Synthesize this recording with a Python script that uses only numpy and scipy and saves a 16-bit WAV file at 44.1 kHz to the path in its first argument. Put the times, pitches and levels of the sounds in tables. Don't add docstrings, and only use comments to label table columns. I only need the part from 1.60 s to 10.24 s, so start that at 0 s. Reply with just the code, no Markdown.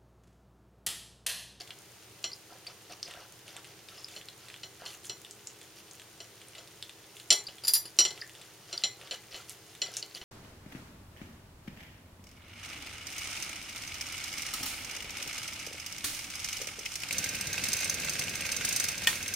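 import sys
import numpy as np
from scipy import signal
from scipy.fft import rfft, irfft, next_fast_len
from scipy.io import wavfile
from scipy.ndimage import uniform_filter1d

SR = 44100
rng = np.random.default_rng(int(sys.argv[2]) if len(sys.argv) > 2 else 0)


def store_pcm(level_fs):
    pcm = np.round(np.clip(level_fs, -1, 1) * 32767).astype(np.int16)
    wavfile.write(sys.argv[1], SR, np.atleast_2d(pcm).T)


N = 381024

# start_s, length_s, level_db, opening (about -1 shut and fizzy, 1 open and hollow)
CHEWS = [(0.0, 0.022, -47.5, -0.13), (0.071, 0.064, -65, 0.5), (0.901, 0.066, -62.5, 0.89),
         (1.062, .06, -55, 0.32), (1.295, 0.045, -51.5, 0.32), (1.46, .07, -52.5, .35),
         (1.528, 0.13, -58, 0.72), (1.862, 0.075, -56, 0.049), (1.939, 0.062, -57, 0.47),
         (2.033, .1, -63, 0.086), (2.278, .16, -56.5, -0.07), (2.48, 0.12, -55, -0.39),
         (2.772, .19, -60.5, -0.093), (3.196, 0.069, -57.5, 0.79), (3.249, 0.11, -51.5, -0.62),
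         (3.433, 0.046, -54.5, -1), (4.005, 0.066, -64, -0.31), (4.163, 0.044, -58.5, -.6),
         (4.373, .08, -66, -0.5), (4.919, .13, -64, 0.35), (5.531, .09, -64, -1.1),
         (6.553, 0.082, -55.5, -0.16), (6.734, 0.19, -61.5, 0.2), (7.075, 0.19, -53.5, 0.038),
         (7.386, 0.14, -59, 0.47), (7.522, 0.029, -44, -0.19), (7.709, 0.12, -52.5, -0.16),
         (7.88, 0.05, -55.5, -0.82), (8.06, .1, -63, -0.24), (8.253, 0.095, -53.5, 0.36),
         (8.344, .065, -51.5, -0.55), (8.544, 0.036, -49.5, -0.5)]
# freq_hz, level_db
WET_COLOUR = [(1200, -4), (2000, -1), (3000, 8), (3700, -2), (4600, 5), (6000, 0), (8000, -30)]
FIZZ_COLOUR = [(4000, -27), (6300, 3), (7200, 6), (7900, -4), (9200, 3), (12000, -5.5), (16000, -10)]
# pitch_hz, knocked_db, rim_struck_db, t60_s
PLATE_MODES = [(2026, -18, -59, 0.12), (2625, -14.5, -40, 0.073), (2857, -5, -32, 0.036),
               (3030, -3, -33, 0.11), (3350, -17, -47, 0.11), (4050, -8, -37, .06), (4200, -5, -30, 0.1),
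               (4320, -11, -18, 0.046), (4780, -21, -8, 0.087), (4800, -26, -10, 0.13),
               (4920, -7.5, -8, 0.065), (5360, -10, -30, 0.06), (5740, -4, -19, 0.14),
               (5740, 0.5, -34, 0.072), (6680, -19, -33, 0.073), (7204, 2.5, -3.5, 0.065),
               (8720, -25.5, -26, 0.29), (9000, -31, -26, 0.046), (10390, -23, -0.5, 0.11),
               (10750, -22, -16, 0.1), (12529, -26, -31, 0.058), (13190, -26, 0, 0.064)]


def from_db(db):
    return 10 ** (np.asarray(db) / 20)


def unit_rms(x):
    return x / np.sqrt(np.mean(x ** 2) + 1e-20)


def at_hz(points, hz):
    points = np.array(points)
    return np.interp(np.log(np.maximum(hz, 1)), np.log(points[:, 0]), points[:, 1])


def seconds(length_s):
    return np.arange(int(length_s * SR)) / SR


def add(track, start_s, sound):
    start = max(int(start_s * SR), 0)
    part = sound[:max(N - start, 0)]
    track[start:start + len(part)] += part


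def decay(t, t60_s):
    return np.exp(-np.log(1000) * t / t60_s)


def coloured(x, colour):
    size = x.shape[-1]
    gain = from_db(at_hz(colour, np.fft.rfftfreq(size, 1 / SR)))
    return unit_rms(irfft(rfft(x) * gain, size))


def stereo_noise(correlation, size):
    mid, side = rfft(rng.standard_normal((2, size)))
    alike = np.clip(at_hz(correlation, np.fft.rfftfreq(size, 1 / SR)), 0, 1)
    return irfft(np.sqrt(1 + alike) * mid + np.sqrt(1 - alike) * side * [[1], [-1]], size)


def grains(per_s, spread_db, size):
    born = rng.random(size) < per_s / SR
    return born * rng.choice([-1, 1], size) * from_db(spread_db * np.minimum(rng.exponential(1, size), 4))


def room_tone(air_db=-60, hiss_db=-56, waver_rad=0.77):
    # freq_hz, level_db
    air_colour = [(15, -45), (25, -17), (60, -11), (95, 0.5), (123, 0), (206, -4.5), (257, -12), (295, -6),
                  (356, -1.5), (408, -1), (637, -8), (706, -6), (897, -9.5), (1500, -13.5), (1950, -37),
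                  (3300, -120)]
    hiss_colour = [(700, -11.5), (1500, 0.5), (2100, 0.5), (3000, 1.5), (3700, 0.5), (5000, 0),
                   (7000, -0.5), (7900, -6.5), (9000, 1.5), (10000, -7), (13000, -5), (16000, -9.5)]
    # freq_hz, correlation
    image = [(30, 1), (120, 0.86), (500, 0.87), (2000, 0.71), (5000, 0.35), (9000, 0.064), (15000, 0.13)]
    # pitch_hz, level_db
    hum_tones = [(118.4, -70), (317.6, -71), (403.7, -74), (2013, -79.5)]
    air = from_db(air_db) * coloured(stereo_noise(image, N), air_colour)
    hiss = from_db(hiss_db) * coloured(stereo_noise(image, N), hiss_colour)
    hum, t = np.zeros(N), np.arange(N) / SR
    knots = np.linspace(0, t[-1], 60)
    for hz, db in hum_tones:
        drift = waver_rad * np.interp(t, knots, rng.standard_normal(len(knots)))
        hum += from_db(db) * np.sqrt(2) * np.sin(2 * np.pi * hz * t + drift)
    return air + hiss + hum


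def nibbling(level_db=-67):
    wet = coloured(grains(per_s=35, spread_db=1.86, size=N), WET_COLOUR)
    fizz = coloured(grains(per_s=45, spread_db=3.1, size=N), FIZZ_COLOUR)
    return from_db(level_db) * (wet + fizz)


def bubbles(colour, per_s, spread_db, cycles, cavities=18):
    out, clicks = np.zeros(N), grains(per_s, spread_db, N)
    cavity = rng.integers(0, cavities, N)
    for k, hz in enumerate(np.geomspace(colour[0][0], colour[-1][0], cavities)):
        radius, angle = decay(1 / SR, cycles / hz), 2 * np.pi * hz / SR
        resonator = [1 - radius, 0, radius - 1], [1, -2 * radius * np.cos(angle), radius ** 2]
        out += signal.lfilter(*resonator, clicks * (cavity == k) + 1e-18)
    return coloured(out, colour)


def squelches(arch_power=0.21):
    # freq_hz, level_db
    hollow_colour = [(200, -55), (400, 10), (700, 14.5), (1000, 4.5), (1400, 15.5), (2000, 1), (3000, -35)]
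    hollow = bubbles(hollow_colour, per_s=900, spread_db=2.3, cycles=37)
    wet = bubbles(WET_COLOUR, per_s=1500, spread_db=2.8, cycles=19)
    fizz = bubbles(FIZZ_COLOUR, per_s=2200, spread_db=4, cycles=16)
    out = np.zeros(N)
    for layer, layer_db, db_per_opening in (hollow, -6.5, 12), (wet, 0, 0), (fizz, -8, -11):
        swell = np.zeros(N)
        for start_s, length_s, db, opening in CHEWS:
            arch = np.abs(np.sin(np.linspace(0, np.pi, int(length_s * SR)))) ** arch_power
            add(swell, start_s, from_db(db + layer_db + db_per_opening * opening) * arch)
        out += swell * layer
    return out


def mouth_pops(pitch_hz=686, cycles=14.6, rise=4.6, trim_db=4.5, db_per_opening=19.5):
    out, t = np.zeros(N), seconds(0.06)
    for start_s, length_s, db, opening in CHEWS:
        hz = pitch_hz * (1 + 0.039 * rng.standard_normal())
        pop = np.sin(2 * np.pi * hz * t * (1 + rise * t)) * decay(t, cycles / hz)
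        add(out, start_s + 0.35 * length_s, from_db(db + trim_db + db_per_opening * opening) * pop)
    return out


def tooth_squeaks(trim_db=-3.5, waver=0.05, octave_db=-20.5):
    # start_s, level_db, pitch_hz, length_s
    slips = [(.008, -28.5, 4460, 0.0032), (.7155, -36, 4520, 0.012), (.7307, -30.5, 4860, 0.0092),
             (1.0676, -31.5, 4610, 0.015), (1.452, -39, 4800, 0.017), (2.375, -43, 5220, 0.032),
             (2.4447, -25, 4780, 0.0028), (5.867, -29.5, 4700, 0.014), (6.614, -28.5, 4810, 0.008),
             (6.621, -29, 1860, 0.0041), (7.177, -20, 4690, 0.0047), (8.27, -31, 4830, .0036),
             (8.4265, -22.5, 4480, .0033), (8.549, -25, 4630, 0.0021)]
    out, t = np.zeros(N), seconds(0.05)
    for start_s, db, hz, length_s in slips:
        jitter = unit_rms(uniform_filter1d(rng.standard_normal(len(t)), size=30))
        phase = 2 * np.pi * np.cumsum(hz * (1 + waver * jitter)) / SR
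        tone = np.sin(phase) + from_db(octave_db) * np.sin(2 * phase)
        age = 4 * t / length_s
        add(out, start_s, from_db(db + trim_db) * age * np.exp(1 - age) * tone)
    return out


def small_smacks(per_s=9, level_db=-33, pitch_hz=3200, spread_octaves=0.12, most=3):
    rows = []
    for start_s, length_s, _, _ in CHEWS:
        draws = np.hstack([rng.random((most, 2)), rng.standard_normal((most, 2))])
        for k, (place, chance, strength, detune) in enumerate(draws):
            if k + chance < per_s * length_s:
                hz = pitch_hz * 2 ** (spread_octaves * detune)
                rows.append((start_s + place * length_s, level_db + 0.5 * strength, hz))
    return rows


def lip_smacks(lag_s=0.00095, cavity_t60_s=0.0013, snap_db=-5.5, snap_scatter_db=3.5):
    # start_s, level_db, pitch_hz
    main_smacks = [(.1054, -26.5, 3200), (1.3224, -32, 5630), (1.4286, -19.5, 4970), (1.51, -31, 2920),
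                   (1.9649, -26, 3200), (2.05, -35.5, 2820), (2.8998, -33, 2800), (2.6125, -32.5, 3060),
                   (2.6852, -27.5, 3570), (2.884, -31, 3800), (2.9406, -30, 3000), (3.6476, -31.5, 3400),
                   (3.709, -27, 7350), (3.871, -23.5, 6840), (4.0138, -33, 3250), (4.3106, -31.5, 6520),
                   (4.4176, -36.5, 3130), (4.815, -35, 2950), (4.8837, -34.5, 9000), (4.9586, -40, 4440),
                   (5.0742, -35, 4830), (5.225, -22, 4200), (5.2939, -29.5, 3270), (5.5987, -29, 3680),
                   (5.9828, -34, 3270), (6.6945, -33, 2950), (6.8166, -35, 3500), (7.636, -41, 2230),
                   (7.8945, -24, 10050), (8.3384, -27, 5700), (8.3677, -15, 6500), (8.3733, -23, 5540)]
    out, t = np.zeros(N), seconds(0.04)
    for start_s, db, hz in list(main_smacks) + small_smacks():
        snap_gain = from_db(snap_db + snap_scatter_db * rng.standard_normal())
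        pulse = droplet(t, hz, cavity_t60_s * hz) + snap_gain * droplet(t, hz=8000, cycles=7.3)
        tear = from_db(-9) * grains(per_s=2500, spread_db=1, size=len(t)) * decay(t, 0.015)
        spray = from_db(-12.5) * grains(per_s=1500, spread_db=0.87, size=len(t)) * decay(t, 0.034)
        ruptures = np.clip(tear + spray, -0.7, 0.7)
        ruptures[0] = 1
        click = signal.fftconvolve(ruptures, pulse)[:len(t)]
        add(out, start_s + lag_s, from_db(db) * click / np.abs(click).max())
    return signal.sosfilt(signal.butter(2, [1500, 12000], "band", fs=SR, output="sos"), out + 1e-18)


def droplet(t, hz, cycles):
    pulse = np.sin(2 * np.pi * hz * t) * (1 - np.exp(-2 * hz * t)) * decay(t, max(cycles, 2) / hz)
    return pulse / np.abs(pulse).max()


def plate_strike(t, mode_db, crack_colour, tilt_db_per_octave, crack_db, crack_t60_s, attack_s=0.00017):
    modes = np.array(PLATE_MODES)
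    hz, t60_s = modes[:, [0]], modes[:, [3]]
    gain = from_db(mode_db[:, None] + tilt_db_per_octave * np.log2(hz / 5000) + rng.normal(0, 0.74, hz.shape))
    phase = 2 * np.pi * rng.random((2, len(hz), 1))
    twin_hz = hz + 16 * rng.choice([-1, 1], hz.shape) * (1 + 2 * rng.random(hz.shape))
    pairs = np.sin(2 * np.pi * hz * t + phase[0]) + 0.5 * np.sin(2 * np.pi * twin_hz * t + phase[1])
    ring = np.sum(gain * pairs * decay(t, t60_s), axis=0) / np.sqrt(np.sum(gain ** 2))
    tilted = [(f, db + tilt_db_per_octave * np.log2(f / 5000)) for f, db in crack_colour]
    crack = from_db(crack_db) * coloured(rng.standard_normal(len(t)), tilted) * decay(t, crack_t60_s)
    return (1 - np.exp(-t / attack_s)) * (ring + crack) / (2 * np.sqrt(1 + from_db(crack_db) ** 2))


def plate_knocks(trim_db=0.5, thud_t60_s=0.12, thud_attack_s=0.0011, cushioned_mode=4):
    # start_s, level_db, tilt_db_per_octave
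    knocks = [(0.6411, -18.5, -3), (2.562, -31.5, -7), (3.033, -28.5, -5.5), (3.2596, -30.5, -9),
              (3.496, -24, -1.5), (4.603, -32.5, -3.5), (4.9821, -34, -2.5), (5.7042, -4, 0.5),
              (5.7191, -10.5, 0), (5.726, -10.5, 7), (5.884, -33.5, -12), (6.388, -3.5, 3),
              (6.4041, -10.5, 0), (6.4509, -14.5, -1), (6.506, -27.5, -2), (7.1274, -23.5, -3.5),
              (7.2371, -12.5, -3), (7.5102, -22, -7), (7.7256, -38, -12), (7.744, -30.5, -12),
              (7.756, -34.5, -11), (8.2175, -16, -3.5), (8.426, -32, -6), (8.556, -36, -8),
              (8.614, -33, -13)]
    # freq_hz, level_db
    crack_colour = [(100, -64), (900, -37), (1800, -19), (2650, -8), (3500, -15), (4200, 8.5), (5200, -16),
                    (6300, -10), (7300, -28), (7900, -28), (8700, -8), (11000, -37), (15000, -57)]
    thud_colour = [(100, -30), (190, -3), (270, -33), (380, 9), (490, -11), (640, 5), (1000, -11.5),
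                   (1400, -2.5), (2200, -27.5), (4000, -28)]
    out, t = np.zeros(N), seconds(0.25)
    for start_s, db, tilt in knocks:
        mode_db = np.array(PLATE_MODES)[:, 1]
        mode_db[cushioned_mode] += 3 - 0.23 * tilt
        ring = plate_strike(t, mode_db, crack_colour, tilt, crack_db=-5, crack_t60_s=0.057)
        envelope = decay(t, thud_t60_s) * (1 - np.exp(-t / thud_attack_s))
        thud = coloured(rng.standard_normal(len(t)), thud_colour) * envelope
        thud_db = -33 - 0.41 * db
        add(out, start_s, from_db(db + trim_db) * (ring + from_db(thud_db) * thud))
    return out


def rim_clinks(trim_db=-1):
    # start_s, level_db
    clinks = [(6.037, -25.5), (6.0489, -22), (6.0715, -20), (6.0803, -9), (6.092, -22), (6.1358, -7),
              (6.152, -11.5), (6.162, -20), (6.2547, -25.5)]
    # freq_hz, level_db
    crack_colour = [(100, -47), (700, -36.5), (1800, -20.5), (3800, -7), (4800, 6), (6500, -2.5),
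                    (7900, -8), (9000, 3), (10500, 14), (12000, -0.5), (13300, -3), (15500, -8)]
    out, t = np.zeros(N), seconds(0.25)
    mode_db = np.array(PLATE_MODES)[:, 2]
    for start_s, db in clinks:
        tilt = -1 + 0.44 * db
        ring = plate_strike(t, mode_db, crack_colour, tilt, crack_db=-4.5, crack_t60_s=0.055)
        add(out, start_s, from_db(db + trim_db) * ring)
    return signal.sosfilt(signal.butter(2, 400, "high", fs=SR, output="sos"), out + 1e-18)


def kitchen_reverb(direct, tail_db=-3.5, build_up_s=0.00065):
    # freq_hz, t60_s
    room_decay = [(200, 0.18), (1000, 0.36), (3000, 0.22), (7000, 0.2), (15000, .18)]
    # freq_hz, correlation
    image = [(200, 0.87), (3000, 0.97), (7000, 0.59), (10000, 0.12), (15000, 0.24)]
    # freq_hz, left_minus_right_db
    balance = [(3000, 0), (4500, .5), (7300, .7), (9000, -2), (10400, -4), (11800, 0), (13200, 2),
               (16000, 1)]
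    t = seconds(0.4)
    noise, tail = stereo_noise(image, len(t)), np.zeros((2, len(t)))
    edges_hz = np.geomspace(100, 17000, 9)
    for low, high in zip(edges_hz, edges_hz[1:]):
        band = signal.sosfilt(signal.butter(2, [low, high], "band", fs=SR, output="sos"), noise)
        tail += band * decay(t, at_hz(room_decay, np.sqrt(low * high)))
    tail = from_db(tail_db) * unit_rms(tail * (1 - np.exp(-t / build_up_s))) / np.sqrt(len(t))
    size = next_fast_len(N + len(t))
    lean = from_db(at_hz(balance, np.fft.rfftfreq(size, 1 / SR)) * [[0.5], [-0.5]])
    return irfft(rfft(direct, size) * (1 + rfft(tail, size)) * lean, size)[:, :N]


def scene():
    plate = plate_knocks() + rim_clinks() + tooth_squeaks()
    mouths = squelches() + mouth_pops() + nibbling() + lip_smacks()
    return kitchen_reverb(plate + mouths) + room_tone()


def record(dry):
    return signal.sosfilt(signal.ellip(10, 0.1, 80, 15950, fs=SR, output="sos"), dry)


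dry = scene()
out = record(dry)
store_pcm(out)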